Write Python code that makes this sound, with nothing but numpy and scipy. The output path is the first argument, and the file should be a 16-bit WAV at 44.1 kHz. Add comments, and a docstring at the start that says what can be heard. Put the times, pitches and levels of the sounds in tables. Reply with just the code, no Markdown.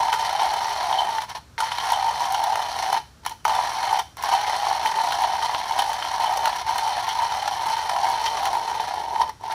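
"""A hand coffee grinder is cranked in a small quiet room, stalling briefly a few times.
Random clicks stand for beans cracking between steel burrs: each fracture knocks the resonant hollow barrel
and sends a spray of splinters through the metal shell, while denser clicks scrape along as fine grit.
A narrow mode of the steel crank rings faintly and flares at jolts. Early reflections and a short diffuse
tail give the room, over shaped noise and a faint sine hum."""
import sys
import numpy as np
from scipy import signal
from scipy.fft import rfft, irfft
from scipy.io import wavfile
from scipy.ndimage import uniform_filter1d

SR = 44100
rng = np.random.default_rng(int(sys.argv[2]) if len(sys.argv) > 2 else 0)


def master(y):
    """Save y as 16-bit WAV."""
    cut = np.clip(np.atleast_2d(y).T, -1, 1)
    pcm = np.round(cut * 32767)  # scale
    wavfile.write(sys.argv[1], SR, pcm.astype(np.int16))


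N = 420698  # length in samples

# spectrum of splinters snapping off, before their levels are set: f/Hz, level/dB
SPLINTER_SPECTRUM = [(2500, -23), (6000, 0.5), (8500, -7.5), (10500, 0), (11300, -6.5), (12600, -6.5),
                     (13200, -7.5), (15500, -5.5)]


def amp(db):
    """Decibels to gain."""
    return 10 ** (np.asarray(db) / 20)


def evened(x):
    """Scales to rms 1."""
    return x / np.sqrt(np.mean(x ** 2) + 1e-20)


def peaked(x):
    """Scales to peak 1."""
    return x / abs(x).max()


def read(points, hz):
    """Reads a table on a log-frequency axis."""
    f, value = np.transpose(points)
    return np.interp(np.log(hz + 1), np.log(f + 1), value)


def over_time(rows):
    """A level curve in dB as a gain for every sample."""
    return amp(np.interp(np.arange(N) / SR, *np.transpose(rows)))


def wander(seconds):
    """A random curve between -1.11 and 1 that glides to a new value at this interval."""
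    knots = np.arange(0, N, seconds * SR)
    values = rng.uniform(-1.11, 1, N)[:len(knots)]
    return np.interp(np.arange(N), knots, values)


def add(mix, s, sound):
    """Mixes a sound in at time s."""
    part = mix[max(round(s * SR), 0):][:len(sound)]
    part += sound[:len(part)]


def ring(x, spectrum, size=2048):
    """Passes x through a body with this spectrum, which rings only after it is struck (minimum phase)."""
    log_gain = np.log(amp(read(spectrum, abs(np.fft.fftfreq(size, 1 / SR)))))
    response = np.fft.ifft(np.exp(np.conj(signal.hilbert(log_gain)))).real
    return signal.oaconvolve(x, response[:size // 2])[:len(x)]


def steadied(x, seconds):
    """Keeps the power near 1 over this time, leaving faster bumps as they are."""
    size = max(int(seconds * SR), 8)
    power = abs(uniform_filter1d(uniform_filter1d(x ** 2, size), size))
    return x / np.sqrt(power + 1e-9 * np.mean(x ** 2))


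def effort():
    """Load, crunch and deep share swing with each push, swell on large pieces and die away in stalls."""
    # spells in which the burrs move; the short ones strain against a stuck bean:
    # start/s, end/s, relative level/dB
    spells = [(0, 1.19, 0), (1.206, 1.24, -2.5), (1.285, 1.32, -5.5), (1.352, 1.367, -1),
              (1.588, 1.68, 0.5), (1.68, 1.78, -2.5), (1.8, 2.985, 0.5), (3.236, 3.29, -19),
              (3.31, 3.322, -11), (3.465, 4.005, -2.5), (4.181, 4.22, -8), (4.234, 6.617, 0.5),
              (6.615, 6.68, -9), (6.666, 9.24, 1), (9.24, 9.3, -5.5), (9.402, 9.44, -15),
              (9.436, 9.55, -6.5)]
    # one push of the arm for each turn of the crank:
    # t/s, load on the burrs before the mix trim/dB, lean toward the deep resonance/dB
    pushes = [(-0.04, -19, -2), (0.42, -21.5, 2.5), (1.0, -20.5, 2), (1.42, -28.5, -4.5), (1.97, -21.5, 1),
              (2.45, -21, 4), (2.88, -25, 1), (3.52, -17, 1), (3.92, -22, 3), (4.37, -24.5, 6.5),
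              (4.68, -24, 1.5), (5.25, -22.5, 0.5), (5.84, -25, 2), (6.32, -22, 1), (6.86, -23.5, -0.5),
              (7.45, -24, 1), (8.01, -22, 0), (8.49, -24.5, 0.5), (8.97, -27, 0.5), (9.56, -19.5, -1.5)]
    # crunch of the fragments, mostly fading as the beans run low: t/s, level before the mix trim/dB
    crunch_curve = [(0, -31), (0.9, -31), (1.15, -33.5), (1.8, -31), (2.5, -34), (3.6, -28.5), (5.0, -32.5),
                    (6.5, -33), (8.4, -34), (8.65, -36.5), (8.9, -36.5), (9.1, -41), (9.54, -33)]
    # a large piece is crushed in one swell, levels at its peak and before the mix trim:
    # middle/s, half length/s, load/dB, crunch/dB, deep share of the barrel/dB
    crushes = [(0.11, 0.046, -31, -44, -12), (0.417, 0.047, -16, -29.5, -8.5), (1.006, 0.029, -18, -32, -4),
               (1.189, 0.016, -20, -40, -21), (1.622, 0.03, -19.5, -44, -20), (1.904, 0.064, -29, -31, -1),
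               (2.058, 0.1, -23.5, -49, -9), (2.24, 0.066, -24, -36, -7), (2.952, .05, -18, -29.5, -5),
               (3.268, .012, -25, -33, -12), (3.456, .012, -25, -22, -8), (3.59, 0.023, -24, -40, -4),
               (3.943, 0.064, -18, -29, 0.5), (4.327, 0.11, -22.5, -34.5, -2),
               (4.522, 0.13, -23.5, -38, -2), (4.862, 0.015, -20.5, -28.5, -18),
               (5.031, 0.097, -19.5, -32, -7), (5.226, 0.068, -21, -32, -2.5),
               (5.445, 0.052, -25, -32.5, -17), (5.561, 0.075, -22.5, -44, -5),
               (5.79, 0.04, -20.5, -31, -3), (6.231, 0.059, -22.5, -31, -1.5),
               (6.465, .06, -17.5, -29.5, -9), (6.694, .04, -24.5, -34.5, -12), (6.97, .06, -23, -33.5, 0),
               (7.21, 0.089, -22.5, -35, -24), (7.715, 0.073, -25.5, -32, -9),
               (8.065, 0.071, -19, -32, -2.5), (8.262, 0.05, -26, -29.5, -10),
               (8.468, 0.033, -19.5, -32.5, -5), (9.218, 0.039, -17, -37, -9),
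               (9.515, 0.028, -21, -24.5, -5)]
    start_s, stall_s = 0.0029, 0.011  # how fast the burrs bite and come to rest
    # change of each level midway between pushes; a larger ease_shape makes each push broader
    ease_db, deep_ease_db, crunch_ease_db, ease_shape = -3.5, -5.5, 0.04, 1.9
    deep_push_db = -1.28  # deep share at a push, before the lean
    feed_db, feed_s = 1.44, 0.05  # beans feed unevenly: swing of the level and its pace

    t, turning = np.arange(N) / SR, np.zeros(N)
    for start, end, db in spells:
        outside = np.maximum(start - t, 0) / start_s + np.maximum(t - end, 0) / stall_s
        turning = np.maximum(turning, amp(db) * np.exp(-np.minimum(outside, 30)))

    # ease is 0 at each push and 1 midway between two
    s, load_db, lean_db = np.transpose(pushes)
    ease = abs(np.sin(np.pi * np.interp(t, s, np.arange(len(s))))) ** ease_shape
    load_power = amp(np.interp(t, s, load_db) + ease_db * ease) ** 2
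    deep_share_db = deep_push_db + np.interp(t, s, lean_db) + deep_ease_db * ease
    deep_power = load_power * amp(deep_share_db) ** 2
    crunch_power = (over_time(crunch_curve) * amp(crunch_ease_db * ease)) ** 2

    for middle, half_length, heavy_db, crunch_db, deep_db in crushes:
        swell = np.hanning(int(2 * half_length * SR)) ** 2
        start = middle - half_length
        add(load_power, start, amp(heavy_db) ** 2 * swell)
        add(deep_power, start, amp(heavy_db + deep_db) ** 2 * swell)
        add(crunch_power, start, amp(crunch_db) ** 2 * swell)

    # a crank that barely moves hardly wakes the deep resonance
    deep = np.sqrt(np.minimum(turning, 1) * deep_power / load_power)
    feed = turning * amp(feed_db * wander(feed_s))
    return feed * np.sqrt(load_power), feed * np.sqrt(crunch_power), np.minimum(deep, .96)


def fractures(per_s, spread_db):
    """Random clicks, many small and a few large."""
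    return (rng.random(N) < per_s / SR) * amp(spread_db * np.minimum(rng.exponential(1, N), 4))


def crumble(clicks, seconds):
    """Each click trails off as a spray of tiny fractures: noise under decaying power."""
    power = signal.lfilter([1], [1, -np.exp(-1 / (seconds * SR))], clicks ** 2)
    return np.sqrt(power) * rng.standard_normal(len(clicks))


def coloured(clicks, spread_db, count=6):
    """Each fragment breaks at one of several spots on the burrs, and each spot favours other pitches."""
    spot, out = rng.integers(0, count, N), np.zeros(N)
    hz = np.geomspace(1100, 7000, count)
    for k in range(count):
        favour = spread_db * np.cos(2 * np.pi * (np.arange(count) - k) / count)
        spray = crumble(clicks * (spot == k), seconds=0.0042)
        out += ring(spray, np.column_stack([hz, favour]), size=256)
    return evened(out)


def steel(x):
    """The shell's broad colour, with the narrow modes of crank and burr on top."""
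    # the metal shell, before levelling: f/Hz, level/dB
    shell_spectrum = [(200, -24.5), (600, -6), (1100, 6), (1450, -0.5), (1900, 2.5), (2700, -7), (3800, -6),
                      (4250, 1), (4900, -9), (5650, -2), (6450, -11), (7100, -21.5), (10500, -18),
                      (15500, -33.5)]
    # ringing of the burrs: f/Hz, width/Hz, gain on the shell sound/dB
    burr_modes = [(1383, 12, -2), (1570, 55, -9), (3059, 105, 7), (3580, 210, -5), (7520, 51, 4.5),
                  (9100, 360, -1), (10400, 200, -3)]
    x = ring(x, shell_spectrum)
    out = x.copy()
    for hz, width, db in burr_modes:
        out += amp(db) * signal.lfilter(*signal.iirpeak(hz, hz / width, SR), x)
    return out


def grinding(load, crunch, deep):
    """Fragments break in quick succession, knocking the barrel and crunching in the shell over grit."""
    # spectra before levelling, each f/Hz, level/dB:
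    # the deep resonance of the hollow barrel and its cup of grounds
    deep_spectrum = [(100, -59.5), (420, -29), (500, -29.5), (560, -23), (620, -11), (710, -3), (755, 3),
                     (810, 6.5), (870, 6.5), (950, -6), (1250, -34), (2500, -55)]
    # the barrel's upper resonance
    hollow_spectrum = [(100, -43.5), (500, -39.5), (700, -27), (830, -11.5), (890, 8.5), (945, 0), (980, 3),
                       (1015, -14), (1250, -33.5), (2500, -59)]
    # dull bumps of the hand-held body
    bump_spectrum = [(100, -17.5), (230, -12), (320, -6), (410, 3), (500, 0.5), (640, 3), (900, -28),
                     (2000, -55.5)]
    # dull bumps of the body while the burrs bite fully: t/s, level/dB
    bump_curve = [(0, -51.5), (1.06, -47), (1.7, -65.5), (2.9, -46), (3.5, -55), (4.8, -48), (5.8, -50),
                  (6.5, -49.5), (7.3, -54), (8.4, -45), (9.2, -45.5), (9.54, -50)]

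    breaks = fractures(per_s=280, spread_db=1.5)
    grit = evened(fractures(per_s=2500, spread_db=2) * rng.choice([-1, 1], N))
    knocks = evened(breaks * rng.choice([-1, 1], N))
    # every fragment shares its energy differently between shell and splinters
    spray = coloured(breaks * amp(0.63 * rng.standard_normal(N)), spread_db=4.5)
    chips = crumble(breaks * amp(2.5 * rng.standard_normal(N)), seconds=0.0004)

    # the barrel trades its deep resonance for the upper one at constant power
    drive = knocks + 0.4 * grit
    barrel = amp(-0.6) * deep * steadied(ring(drive, deep_spectrum), seconds=0.025)
    barrel += np.sqrt(1 - deep ** 2) * steadied(ring(drive, hollow_spectrum), seconds=0.027)
    shell = steadied(steel(spray + 0.23 * knocks + .5 * grit), seconds=0.021)
    splinters = steadied(ring(chips, SPLINTER_SPECTRUM), seconds=0.11)
    crushing = amp(-1.0) * load * barrel + crunch * (amp(-1.5) * shell + amp(-20.5) * splinters)

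    # the body only bumps while the burrs are biting
    biting = np.tanh(load / amp(-30))
    bumps = over_time(bump_curve) * steadied(ring(drive, bump_spectrum), seconds=0.12)
    return crushing + biting * bumps + crank(spray, crunch)


def crank(shocks, crunch):
    """One narrow steel mode rings faintly with the crunch, damped unevenly by the grip; jolts make it flare."""
    # jolts that set the crank ringing: t/s, peak level of the flare/dB
    pings = [(0.125, -29), (0.41, -30), (0.925, -27.5), (0.984, -21.5), (1.6, -38), (1.789, -28.5),
             (1.93, -27.5), (2.345, -34), (3.262, -30.5), (3.985, -37), (4.86, -30.5), (5.124, -27.5),
             (5.42, -30), (5.53, -41), (5.788, -23), (6.025, -35), (6.255, -27), (7.09, -28), (7.52, -31),
             (8.258, -28.5), (8.45, -42)]
    mode_hz, width_hz = 3080, 42
    rise_s, fade_s = 0.0037, 0.016
    ring_db, flicker_db, flicker_s = -20.5, 5, 0.04  # ring_db is relative to the crunch

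    t = np.arange(SR // 4) / SR
    level = amp(ring_db + flicker_db * wander(flicker_s)) * crunch
    flare = np.minimum(t / rise_s, 1) * np.exp(-np.maximum(t - rise_s, 0) / fade_s)
    for s, db in pings:
        add(level, s, amp(db) * flare)
    mode = signal.iirpeak(mode_hz, mode_hz / width_hz, SR)
    return level * steadied(signal.lfilter(*mode, shocks), seconds=0.13)


def air(hum_hz, hum_db):
    """Low steady room noise, empty of the deepest bass, with the faint sine hum of an appliance."""
    # air of the room before the bass cut, relative density: f/Hz, level/dB
    air_spectrum = [(20, -32), (31, -36), (42, -5.5), (70, -1.5), (120, -3.5), (160, -9), (255, -13.5),
                    (485, -19.5), (950, -20), (1530, -20), (2080, -27.5), (5680, -28.5), (14700, -42),
                    (16000, -50)]
    noise_db = -51.5  # rms
    gain = amp(read(air_spectrum, np.fft.rfftfreq(N, 1 / SR)))
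    noise = irfft(rfft(rng.standard_normal(N)) * gain, N)
    noise = signal.sosfilt(signal.butter(4, 36, "high", fs=SR, output="sos"), noise)
    hum = np.sin(2 * np.pi * hum_hz * np.arange(N) / SR)
    return amp(noise_db) * evened(noise) + amp(hum_db) * hum


def reflections(early_db, tail_db):
    """Close reflections off the counter and machines, then a short diffuse tail."""
    # decay of the room: f/Hz, t60/s
    decay = [(200, 0.35), (900, 0.24), (3000, 0.38), (6000, 0.46), (14000, 0.41)]
    t = np.arange(SR // 2) / SR
    taps = rng.choice([-1., 1.], len(t)) * (rng.random(len(t)) < 3000 / SR) * (t > .006)
    # each band of the sparse taps loses 60 dB over its own t60
    hz, frame_s, z = signal.stft(taps, SR, nperseg=256)
    fade = amp(-60 * frame_s / read(decay, hz)[:, None])
    tail = signal.istft(z * fade, SR, nperseg=256)[1][:len(t)]
    early = rng.standard_normal(len(t)) * (t > .0015) * np.exp(-t / 0.0054)
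    return amp(tail_db) * tail / np.linalg.norm(tail) + amp(early_db) * early / np.linalg.norm(early)


def room(x, turns_per_s, count=6):
    """The grinder sways with each turn of the crank, crossfading through changing sets of reflections."""
    place, out = count * turns_per_s * np.arange(N) / SR, np.zeros(N)
    for k in range(count):
        distance = abs((place - k + count / 2) % count - count / 2)
        near = x * np.cos(np.pi / 2 * np.minimum(distance, 1))
        out += signal.oaconvolve(near, reflections(early_db=-9.5, tail_db=-11.5))[:N]
    return out


def cracks(rows, size=4096):
    """A bean or piece gives way: a clack and a burst of splinters, then the barrel answers."""
    # spectra before scaling to peak 1, each f/Hz, level/dB:
    # the damped thock of a hard blow on the barrel
    knock_spectrum = [(100, -53), (400, -22.5), (550, -25), (650, -11), (770, 1), (950, 10), (1060, -6.5),
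                      (1350, -15), (2500, -61)]
    # dull clack of the shell
    clack_spectrum = [(300, -11.5), (900, -3), (1400, 6.5), (2000, 4), (2800, 0.5), (5000, -14),
                      (12000, -58)]
    out, blow = np.zeros(N), signal.unit_impulse(size)
    knock = peaked(ring(blow, knock_spectrum))
    for s, snap_db, knock_db, clack_db, treble_db in rows:
        # each bean sits elsewhere on the burrs and favours its own pitches
        spot = np.column_stack([np.geomspace(1000, 7000, 12), 4 * rng.standard_normal(12)])
        snap = peaked(steel(ring(crumble(blow, seconds=0.0032), spot, size=512)))
        clack = peaked(ring(crumble(blow, seconds=0.0004), clack_spectrum))
        splinter = peaked(ring(crumble(blow, seconds=0.0014), SPLINTER_SPECTRUM))
        burst = amp(snap_db - 7.5) * snap + amp(clack_db) * clack + amp(treble_db + 2.0) * splinter
        add(out, s, burst)
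        add(out, s + 0.00089, amp(knock_db - 1.0) * knock)
    return out


def lesser_cracks(load, crunch):
    """Rows for cracks(): small pieces break at random, as loud as the crunch and load of the moment allow."""
    per_s, scatter_db = 8, 3  # scatter is a standard deviation
    # snap, knock, clack and treble, relative to crunch or load and before the trims in cracks()
    offset_db = [12.5, 5, 2.5, -4]
    draws = rng.random((int(per_s * N / SR), 5))
    at = (draws[:, 0] * N).astype(int)
    drive = np.column_stack([crunch[at], load[at], crunch[at], crunch[at]])
    drive_db = 20 * np.log10(drive + 1e-9)
    scatter = scatter_db * np.sqrt(12) * (draws[:, 1:] - .5)
    return np.column_stack([at / SR, drive_db + scatter + offset_db])


def scene():
    """The grinder close by, in its room."""
    # the loudest beans breaking, peak levels before the trims in cracks():
    # t/s, snap/dB, barrel knock/dB, clack of the shell/dB, splinter treble/dB
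    loud_cracks = [(0.0834, -23, -15, -21, -35), (0.1276, -7.5, -11.5, -24, -30),
                   (0.1384, -10, -17, -21, -26), (0.3944, -14, -10.5, -26, -42),
                   (0.4614, -21, -15, -24, -42), (0.5374, -12, -16, -32, -26),
                   (0.6444, -13.5, -21, -21, -42), (0.8094, -32, -14, -38, -50),
                   (0.9263, -11.5, -15, -37, -45), (1.0194, -32, -14, -40, -48),
                   (1.1842, -17, -22, -16.5, -38), (1.2191, -13.5, -29, -33, -34),
                   (1.2935, -18.5, -36, -40, -35), (1.5798, -14, -34, -18.5, -47),
                   (1.6038, -8, -27, -18, -46), (1.718, -9.5, -16.5, -18, -48),
                   (1.7833, -10.5, -13, -20, -42), (1.9194, -15, -12, -34, -22),
                   (2.2044, -18, -14, -29, -30), (2.3226, -25, -34, -31, -20.5),
                   (2.3451, -8.5, -16, -28, -28), (2.4394, -13, -16, -32, -23),
                   (2.5287, -29, -13, -29, -34), (2.5561, -15, -16, -17, -24), (2.7891, -13, -21, -21, -30),
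                   (2.825, -11, -14.5, -38, -37), (2.9274, -15, -7, -22, -20),
                   (3.2505, -18.5, -36, -40, -33), (3.2625, -14, -14, -17.5, -18.5),
                   (3.2724, -17, -30, -41, -35), (3.2949, -24, -42, -42, -28), (3.4456, -31, -46, -35, -38),
                   (3.4516, -8.5, -9.5, -9.5, -21.5), (3.4794, -14, -10, -26, -24),
                   (3.4944, -12, -13, -34, -44), (3.5508, -13, -18, -35, -33), (3.5885, -24, -8, -26, -41),
                   (3.8921, -13.5, -23, -35, -44), (3.9918, -11.5, -13, -27, -24),
                   (4.1694, -23.5, -32, -42, -31.5), (4.2248, -17, -36, -39, -25),
                   (4.2363, -19, -14, -37, -24), (4.3201, -13.5, -14, -27, -42),
                   (4.4794, -19, -15, -27, -41), (4.6304, -21, -14.5, -30, -41),
                   (4.667, -17.5, -12, -32, -42), (4.7114, -31, -8.5, -40, -46),
                   (4.8599, -26, -22, -13, -28), (4.9861, -27, -11, -18, -48), (5.1228, -7, -25, -15, -26),
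                   (5.2194, -18, -14, -22, -26), (5.4241, -13.5, -35, -22, -43),
                   (5.4934, -29, -12.5, -29, -47), (5.5473, -19, -19, -12, -46),
                   (5.7887, -20, -22, -22, -20), (5.8197, -10, -12, -28, -25),
                   (5.9309, -11.5, -38, -30, -23.5), (6.0242, -26, -23, -16, -42),
                   (6.1404, -15, -16.5, -18, -37), (6.3244, -26, -14, -34, -29),
                   (6.3729, -8.5, -34, -27, -24), (6.4562, -28, -16, -10.5, -21),
                   (6.4737, -17, -11, -19, -39), (6.6854, -14, -27, -31, -42), (6.781, -10, -27, -36, -23),
                   (7.0893, -14, -26, -33, -32), (7.3223, -12.5, -19, -26, -32),
                   (7.4774, -9, -16, -20, -25), (7.8945, -9, -18, -35, -44), (7.9634, -15, -11.5, -19, -42),
                   (8.0344, -30, -15.5, -40, -48), (8.0994, -23, -15, -40, -27),
                   (8.2606, -10, -25, -17, -42), (8.3704, -12.5, -37, -32, -37),
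                   (8.4547, -9, -19, -22, -23.5), (8.5294, -16, -14, -29, -34),
                   (8.7144, -34, -14.5, -40, -50), (8.7979, -32, -13.5, -20, -52),
                   (9.1591, -18, -15, -30, -39), (9.2145, -10.5, -8.5, -37, -33),
                   (9.2937, -20, -26, -36, -36), (9.4374, -33, -23, -35, -50)]
    load, crunch, deep = effort()
    background = air(hum_hz=67.8, hum_db=-57.0)
    grinder = grinding(load, crunch, deep)
    grinder = grinder + cracks(loud_cracks)
    grinder = grinder + cracks(lesser_cracks(load, crunch))
    return (grinder + room(grinder, turns_per_s=2.1) + background)[None]


def record(dry):
    """The recorder's band limit: a steep linear-phase low-pass."""
    edge_hz = 15600
    lowpass = signal.firwin(511, edge_hz, window=("kaiser", 9), fs=SR)
    return signal.oaconvolve(dry, lowpass[None], "same")


dry = scene()
out = record(dry)
master(out)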